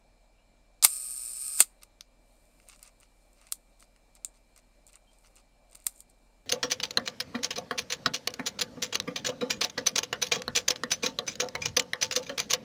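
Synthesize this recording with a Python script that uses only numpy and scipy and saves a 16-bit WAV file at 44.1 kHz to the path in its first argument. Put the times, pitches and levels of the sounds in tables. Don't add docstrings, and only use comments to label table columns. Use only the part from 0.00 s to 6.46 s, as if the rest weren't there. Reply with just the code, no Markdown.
import sys
import numpy as np
from scipy import signal
from scipy.fft import rfft, irfft
from scipy.io import wavfile
from scipy.ndimage import uniform_filter1d

SR = 44100
rng = np.random.default_rng(int(sys.argv[2]) if len(sys.argv) > 2 else 0)


def unload_wav(signal):
    wavfile.write(
        sys.argv[1],
        SR,
        np.round(np.clip(np.atleast_2d(signal).T, -1, 1) * 32767).astype(np.int16),
    )


N = 284886
HZ = np.fft.rfftfreq(8192, 1 / SR)

# (time [s], level [dB], body knock [dB], plate clack [dB], top sizzle [dB], decay time [ms])
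BLOWS = [(0.8262, -27, -12, 6, -10, 1.7), (0.8384, -17, -38, -12, -5, 1.5), (0.8412, -35, -32, -6, -6, 1.3),
         (0.8453, -23, -32, -11, -4, 1.1), (0.8475, -6.5, -10.5, -4, 1.5, 1.94),
         (0.8622, -29, -13, -7, -4, 0.86), (0.865, -32, -24, -12, -13, 0.41),
         (1.5922, -28, -14.5, -20, -14, 1.1), (1.5962, -27, -37, -4, -12, 0.6),
         (1.6039, -3.5, -13.5, -13, -10, 1.6), (1.6073, -10.5, -10.5, -16, -2.5, 0.54),
         (1.6103, -26.5, -7, 5, -6, 0.6), (1.6202, -34, -27, -15, 4, 1.2),
         (1.624, -25, -21, -4.5, -10, 1.16), (1.8329, -45.5, -4.5, -2, -3.5, 1.65),
         (2.0077, -58, 0.5, 15.5, -6, .3), (2.0091, -44, 4.5, 15.5, 2.5, 0.27),
         (3.5165, -58.5, -22, -10, 5, 2.7), (3.5226, -23.5, -15.5, -6, -2.5, 1.64),
         (4.2472, -23, -21, -13.5, -15, 0.98), (5.861, -50, -26.5, -15.5, -1, 2.64),
         (5.8666, -18.5, -17, -13, -4.5, 1.56), (5.8692, -28, -16, -2, -6, 0.59)]
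# (time [s], level [dB], dullness [dB], top sizzle [dB])
RATCHET_TICKS = [(2.6, -62.5, 9.5, -9.5), (2.6865, -42, -16, -9), (2.6973, -47, 5.5, -18),
                 (2.729, -53, 2.5, -18), (2.748, -57, 2, -22.5), (2.7605, -52.5, 2, -22),
                 (2.793, -55, 4, -13), (2.8287, -40, -0.5, -5.5), (2.8616, -52, -0.5, -26.5),
                 (2.8754, -49.5, -4.5, -18), (3.001, -54.5, -4.5, -10), (3.0084, -54.5, -5.5, -7),
                 (3.031, -61, 9.5, -13.5), (3.331, -60, -4, -6), (3.414, -56, 4.5, -13),
                 (3.428, -61, 0, -13.5), (3.4687, -50, 3.5, -21), (3.474, -60, 7, -10),
                 (3.488, -61.5, 7.5, -15), (3.798, -55.5, -1, -5.5), (3.805, -50, -3, -15),
                 (3.8251, -54.5, 8, -8), (3.962, -61, 7.5, -17.5), (4.152, -51, -5, -5),
                 (4.168, -61, 6.5, -17), (4.562, -50.5, 2.5, -12.5), (4.577, -52, 1, -4),
                 (4.867, -47, -5.5, -12.5), (4.8766, -50.5, -3, -9), (4.884, -54, 0, -14),
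                 (4.896, -60.5, 0, -13), (4.9232, -60, -2, -8.5), (4.9308, -51.5, 1, -9),
                 (4.9556, -43, -3.5, -16), (5.132, -60, -2.5, -12), (5.186, -57.5, -1.5, -12),
                 (5.3562, -55.5, -4, -3.5), (5.363, -50, -5.5, -23.5), (5.3694, -55, 6, -11),
                 (5.699, -61.5, -0.5, -14), (5.712, -55, -5, -8.5), (5.721, -56.5, 3.5, -13),
                 (5.73, -50.5, 1, -14.5), (5.7494, -46.5, 3, -8), (5.7536, -41, 1, -6.5),
                 (5.772, -56.5, -9, -5), (5.801, -53, -5, -11), (5.822, -57, -4, -12),
                 (5.8425, -53, -13, -4), (5.853, -63, 6, -15), (6.0046, -39.5, -2.5, -7.5),
                 (6.021, -57.5, -4.5, -10.5), (6.0992, -55.5, -5, -8)]
TICK_KNOCK_DB, TICK_CLACK_DB, KNOCK_PER_DULL, TICK_DECAY_MS = -16, -8.5, 2.6, 1
BLOW_SNAP = [.7, 1.1, .7, .9]
# (knock [dB], clack [dB], bright [dB], sizzle [dB])
BLOW_RATTLE_DB = [-19, -14.5, -16, -16.5]
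# (frequency [Hz], relative level [dB])
BODY_COLOUR = [(480, -36), (900, -23), (1220, -11), (1750, -23.5), (2100, -13), (2350, -15.5), (2620, -13),
               (3050, -13.5), (4400, -7.5), (5000, -7), (5450, -10.5), (6300, -7.5), (7400, -10),
               (8150, -11), (8800, -6), (9250, -6.5), (9550, -10.5), (10500, -13.5), (12000, -11),
               (12800, -16.5), (13300, -13.5), (14300, -19.5), (15100, -18.5), (16500, -28.5)]
# (knock [Hz], clack [Hz])
KNOCK_CLACK_TOP_HZ = (3000, 6800)
BRIGHT_TOP_HZ = 9450
# (time [s], level [dB], lowest [Hz], highest [Hz])
DESK_PUSHES = [(0.828, -49.5, 560, 901), (.847, -35.5, 650, 908), (.8475, -50.5, 50.6, 263),
               (1.604, -37.5, 430, 880), (1.604, -46, 150, 520)]

# (time [s], speed [teeth/s])
WHEEL_SPEED = [(.872, 149.7), (1.02, 124.9), (1.17, 128.3), (1.24, 120.8), (1.35, 120.1), (1.43, 136.5),
               (1.52, 136.5), (1.588, 160.2)]
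PALLET_OFFSETS = (-.17, .21)
FIRST_TOOTH = .52
STRIKE_DB, STRIKE_DB_PER_SPEED, REFERENCE_SPEED = -36.5, 0.11, 146.4
DULL_DB_PER_S = 2
# (level [dB], knock [dB], clack [dB], sizzle [dB])
PALLET_COLOUR_DB = [(9, -27.5, -16, -10.5), (9, -32, -19, -15)]
# (frequency [Hz], width [Hz], relative level [dB])
METAL_RING = [(1250, 180, -27), (1620, 150, -33), (2500, 500, -28), (3150, 700, -35), (3800, 450, -29),
              (4250, 190, -19.5), (4880, 520, -21), (5380, 400, -17.5), (6150, 400, -23.5),
              (6750, 700, -21), (7450, 650, -15), (8030, 380, -9), (8760, 560, 0), (9120, 400, -5),
              (9900, 1000, -18), (10780, 450, -12.5), (11350, 350, -14), (11900, 500, -13),
              (12680, 420, -12), (13330, 450, -14), (14300, 1200, -23.5), (14900, 900, -23)]

# (start [s], loudest [s], end [s], loudest level [dB])
CURTAIN_RUNS = [(0.826, 0.848, .872, -16), (1.583, 1.61, 1.645, -21)]
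WHIRR_RISE_DB_PER_S, WHIRR_FALL_DB_PER_S = 698, 948
# (time [s], length [s], level [dB], dullness [dB])
STROKES = [(1.809, 0.034, -63.5, 6), (2.603, 0.055, -73.5, 5.5), (2.657, 0.12, -64.5, 8),
           (2.799, 0.11, -64, 8), (2.999, 0.071, -71.5, 7), (3.324, 0.23, -73.5, 9.5),
           (3.776, 0.092, -66.5, 1), (4.144, 0.039, -65.5, 3.5), (4.327, 0.069, -70, 4),
           (4.554, 0.052, -66, 6), (4.884, 0.027, -63, 4), (4.92, 0.06, -73.5, 12.5), (5.085, 0.11, -74, 4),
           (5.227, 0.066, -68, 8), (5.343, 0.084, -69, 7.5), (5.675, 0.19, -75, 7.5),
           (5.925, 0.12, -59.5, -17), (6.085, 0.038, -65.5, -9)]
# (time [s], level [dB])
RUBBING = [(1.64, -81.5), (1.8, -80.5), (2.09, -92), (2.3, -74), (2.81, -71), (2.96, -79.5), (3.46, -74.5),
           (3.89, -81.5), (5.11, -81.5), (5.25, -71.5), (5.42, -85.5), (5.74, -84.5), (5.9, -63),
           (6.05, -82.5), (6.45, -82)]

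# (frequency [Hz], relative level [dB])
AIR_COLOUR = [(30, -11.5), (300, -5), (400, -11), (600, -1), (1300, -17), (2100, -19), (2600, -18),
              (3400, -23.5), (4220, -14), (4650, -25), (5080, -18), (5800, -25.5), (7400, -20),
              (16000, -39.5)]
AIR_DB = -68.5
LUMP_DB, LUMP_HZ, LUMP_S = 1.6, 300, .05
# (multiple, level [dB rms])
MOTOR_TONES = [(1, -80), (2, -87), (4, -88), (5, -83), (48, -80), (50, -87)]
MOTOR_HZ = 48.675
# (frequency [Hz], level [dB rms])
HUM_TONES = [(23.46, -72), (38.6, -81), (40.57, -66), (76.97, -88), (81.36, -90), (100.0, -87),
             (162.72, -86)]
# (time [s], start [Hz], end [Hz], length [s], level [dB])
DISTANT_CHIRPS = [(0.382, 2770, 2400, 0.018, -71), (0.385, 2860, 2850, 0.055, -81),
                  (5.07, 3134, 3190, 0.06, -70.5)]
EDGE_HZ = 15800


def blows_and_ticks():
    return contacts(BLOWS + ratchet_ticks(), body(), rise=.18, order=2,
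                    tail_db=BLOW_RATTLE_DB, tail_ms=13.0, snap=BLOW_SNAP)


def ratchet_ticks():
    return [(s, db, TICK_KNOCK_DB + KNOCK_PER_DULL * dull_db, TICK_CLACK_DB + dull_db, top_db, TICK_DECAY_MS)
            for s, db, dull_db, top_db in RATCHET_TICKS]


def contacts(rows, taps, rise, order, tail_db, tail_ms, snap):
    out = np.zeros(N + 8000)
    t = np.arange(4000) / SR * 1000
    grits = rng.standard_normal((len(rows), 4000))
    for (s, db, knock_db, clack_db, top_db, ms), grit in zip(rows, grits):
        force = (1 - np.exp(-t / (rise * ms))) ** order * np.exp(-t / ms)
        lumps = gain_of(20 * uniform_filter1d(grit[::-1], 60))
        rattle = min(ms, 1) * lumps * (1 - np.exp(-t / 1.4)) * np.exp(-t / tail_ms)
        shape = force / force.max() + np.outer(gain_of(tail_db), rattle)
        size = np.linalg.norm(shape, axis=1, keepdims=True)
        drive = shape * grit + size * np.outer(snap, t == 0)
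        sound = signal.fftconvolve(drive, taps, axes=1)
        sound *= size / np.linalg.norm(sound, axis=1, keepdims=True)
        band_db = [db + knock_db, db + clack_db, db, db + min(top_db, 3)]
        out[round(s * SR):][:sound.shape[1]] += gain_of(band_db) @ sound
    return out[:N]


def body():
    f, db = np.transpose(BODY_COLOUR)
    return bands(gain_of(np.interp(np.log(HZ + 1), np.log(f), db, left=-60)))


def thuds():
    out, t = np.zeros(N), np.arange(4000) / SR
    for s, db, low_hz, top_hz in DESK_PUSHES:
        push = (t == 0) + .09 * np.exp(-t / 0.0056) * rng.standard_normal(4000)
        band = signal.butter(3, [low_hz, top_hz], "band", fs=SR, output="sos")
        puff = signal.sosfilt(band, push)
        out[round(s * SR):][:4000] += gain_of(db) * puff / np.std(puff[:900])
    return out


def escapement():
    t = np.arange(N) / SR
    speed = np.interp(t, *np.transpose(WHEEL_SPEED), left=0, right=0)
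    running = speed > 0
    teeth = FIRST_TOOTH + np.cumsum(speed) / SR
    level_db = STRIKE_DB + STRIKE_DB_PER_SPEED * (speed - REFERENCE_SPEED)
    dull_db = DULL_DB_PER_S * (t - WHEEL_SPEED[0][0])

    strikes = (np.arange(1, int(teeth[-1]) + 1)[:, None] + PALLET_OFFSETS).ravel()
    luck = rng.standard_normal((len(strikes), 3))
    late = np.resize([.012, .035], len(strikes)) * luck[:, 0]
    at = np.interp(strikes + late, teeth[running], t[running])

    pallet_db = np.resize(PALLET_COLOUR_DB, (len(at), 4)) + [1.8, .7, .7, .7] * luck[:, [1, 2, 2, 2]]
    pallet_db[:, 0] += np.interp(at, t[running], level_db[running])
    pallet_db[:, 1:3] += np.interp(at, t[running], dull_db[running])[:, None]
    rows = np.c_[at, pallet_db, np.full(len(at), .16)]
    parts = metal()
    buzz = contacts(rows, parts, rise=8., order=5, tail_db=[-8] * 4, tail_ms=4., snap=[3.5, 2.2, .3, 1.3])

    whirr = gain_of(level_db) * running * rng.standard_normal(N)
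    gear_db = [[-27], [-19], [-19], [-17]] + np.outer([1, 1, 0, 0], dull_db)
    return buzz + ring(gain_of(gear_db) * whirr, parts)


def metal():
    power = sum(gain_of(db) ** 2 / (1 + (2 * (HZ - f) / w) ** 2) ** 2 for f, w, db in METAL_RING)
    return bands(np.sqrt(power))


def curtains():
    grit = .7 * gritty(2000, 2.) + .7 * rng.standard_normal(N)
    whirr = np.zeros(N)
    for start, top, end, db in CURTAIN_RUNS:
        start_db = db - WHIRR_RISE_DB_PER_S * (top - start)
        end_db = db - WHIRR_FALL_DB_PER_S * (end - top)
        whirr += sliding([(start, start_db), (top, db), (end, end_db)], grit)
    return gain_of([[-16], [-9], [-1.5], [-8]]) * whirr


def winding():
    strokes = np.zeros((4, N))
    for s, length, db, dull_db in STROKES:
        swell = signal.windows.tukey(round(length * SR), .7)
        colour_db = db + np.array([[1.65 * dull_db - 10.0], [0.69 * dull_db - 4.5], [0], [-11]])
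        strokes[:, round(s * SR):][:, :len(swell)] += gain_of(colour_db) * swell
    rub_grit = .45 * gritty(300, 2.8) + .8 * rng.standard_normal(N)
    rub = gain_of([[-14], [-8], [-1.5], [-6]]) * sliding(RUBBING, rub_grit)
    dull, bright = gritty(300, 2.8), gritty(300, 2.8)
    crackle = .6 * np.array([dull, dull + bright, bright, bright]) + .5 * rng.standard_normal(N)
    return rub + strokes * crackle


def gritty(per_s, spread_db):
    hits = rng.random(N) < per_s / SR
    size = gain_of(spread_db * np.minimum(rng.exponential(1, N), 4)) * hits
    return evened(signal.lfilter([1], [1, -.96], size) * rng.standard_normal(N))


def sliding(rows, grit):
    s, db = np.transpose(rows)
    return gain_of(np.interp(np.arange(N) / SR, s, db, left=-150, right=-150)) * grit


def room_tail(x):
    t = np.arange(8000) / SR
    far = rng.standard_normal(8000) * (t > .005) * gain_of(-60 * t / 0.24)
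    return x + gain_of(-34.5) * signal.oaconvolve(x, far / np.linalg.norm(far))[:N]


def room():
    return air() + steady_tones() + chirps()


def air():
    f, db = np.transpose(AIR_COLOUR)
    colour = gain_of(np.interp(np.log(np.fft.rfftfreq(N, 1 / SR) + 1), np.log(f), db))
    noise = irfft(rfft(rng.standard_normal(N)) * colour, N)
    return gain_of(AIR_DB) * evened(lumpy(noise))


def lumpy(x):
    hz, t, z = signal.stft(x, SR, nperseg=1024, noverlap=768)
    patches = uniform_filter1d(rng.standard_normal(z.shape), round(LUMP_HZ / hz[1]), axis=0)
    patches = evened(uniform_filter1d(patches, round(LUMP_S / (t[1] - t[0])), axis=1))
    return signal.istft(z * gain_of(LUMP_DB * patches), SR, nperseg=1024, noverlap=768)[1][:N]


def steady_tones():
    t, out = np.arange(N) / SR, np.zeros(N)
    tones = HUM_TONES + [(k * MOTOR_HZ, db) for k, db in MOTOR_TONES]
    for (f, db), start in zip(tones, rng.random(len(tones))):
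        out += np.sqrt(2) * gain_of(db) * np.sin(2 * np.pi * (f * t + start))
    return out


def chirps():
    t, out = np.arange(N) / SR, np.zeros(N)
    for s, start_hz, end_hz, length, db in DISTANT_CHIRPS:
        u = np.clip((t - s) / length, 0, 1)
        waver = gain_of(4.5 * evened(uniform_filter1d(rng.standard_normal(N), 200)))
        swell = np.sin(np.pi * np.sqrt(u))
        tone = np.sin(2 * np.pi * np.cumsum(start_hz + (end_hz - start_hz) * u) / SR)
        out += np.sqrt(2) * gain_of(db) * waver * swell * tone
    return out


def ring(drives, taps):
    return signal.oaconvolve(drives, taps, axes=1)[:, :N].sum(0)


def bands(gain):
    below = [1 / (1 + (HZ / edge) ** 30) for edge in (*KNOCK_CLACK_TOP_HZ, BRIGHT_TOP_HZ)]
    shares = np.diff([0 * HZ, *below, 1 + 0 * HZ], axis=0)
    return np.array([causal(gain * share) for share in np.clip(shares, 0, 1)])


def causal(gain):
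    log_gain = np.log(np.r_[gain, gain[-2:0:-1]] + 1e-5)
    taps = np.fft.ifft(np.exp(np.conj(signal.hilbert(log_gain)))).real[:2048]
    return taps / np.linalg.norm(taps)


def gain_of(db):
    return 10 ** (np.asarray(db) / 20)


def evened(x):
    return x / np.sqrt(np.mean(x ** 2) + 1e-20)


def scene():
    rubbing = ring(curtains() + winding(), body())
    mechanism = blows_and_ticks() + escapement() + rubbing + thuds()
    return (room_tail(mechanism) + room())[None]


def record(dry):
    soft = .8 * np.tanh(dry / .8)
    lowpass = signal.firwin(511, EDGE_HZ, window=("kaiser", 9), fs=SR)
    return signal.oaconvolve(soft, lowpass[None], "same")


dry = scene()
out = record(dry)
unload_wav(out)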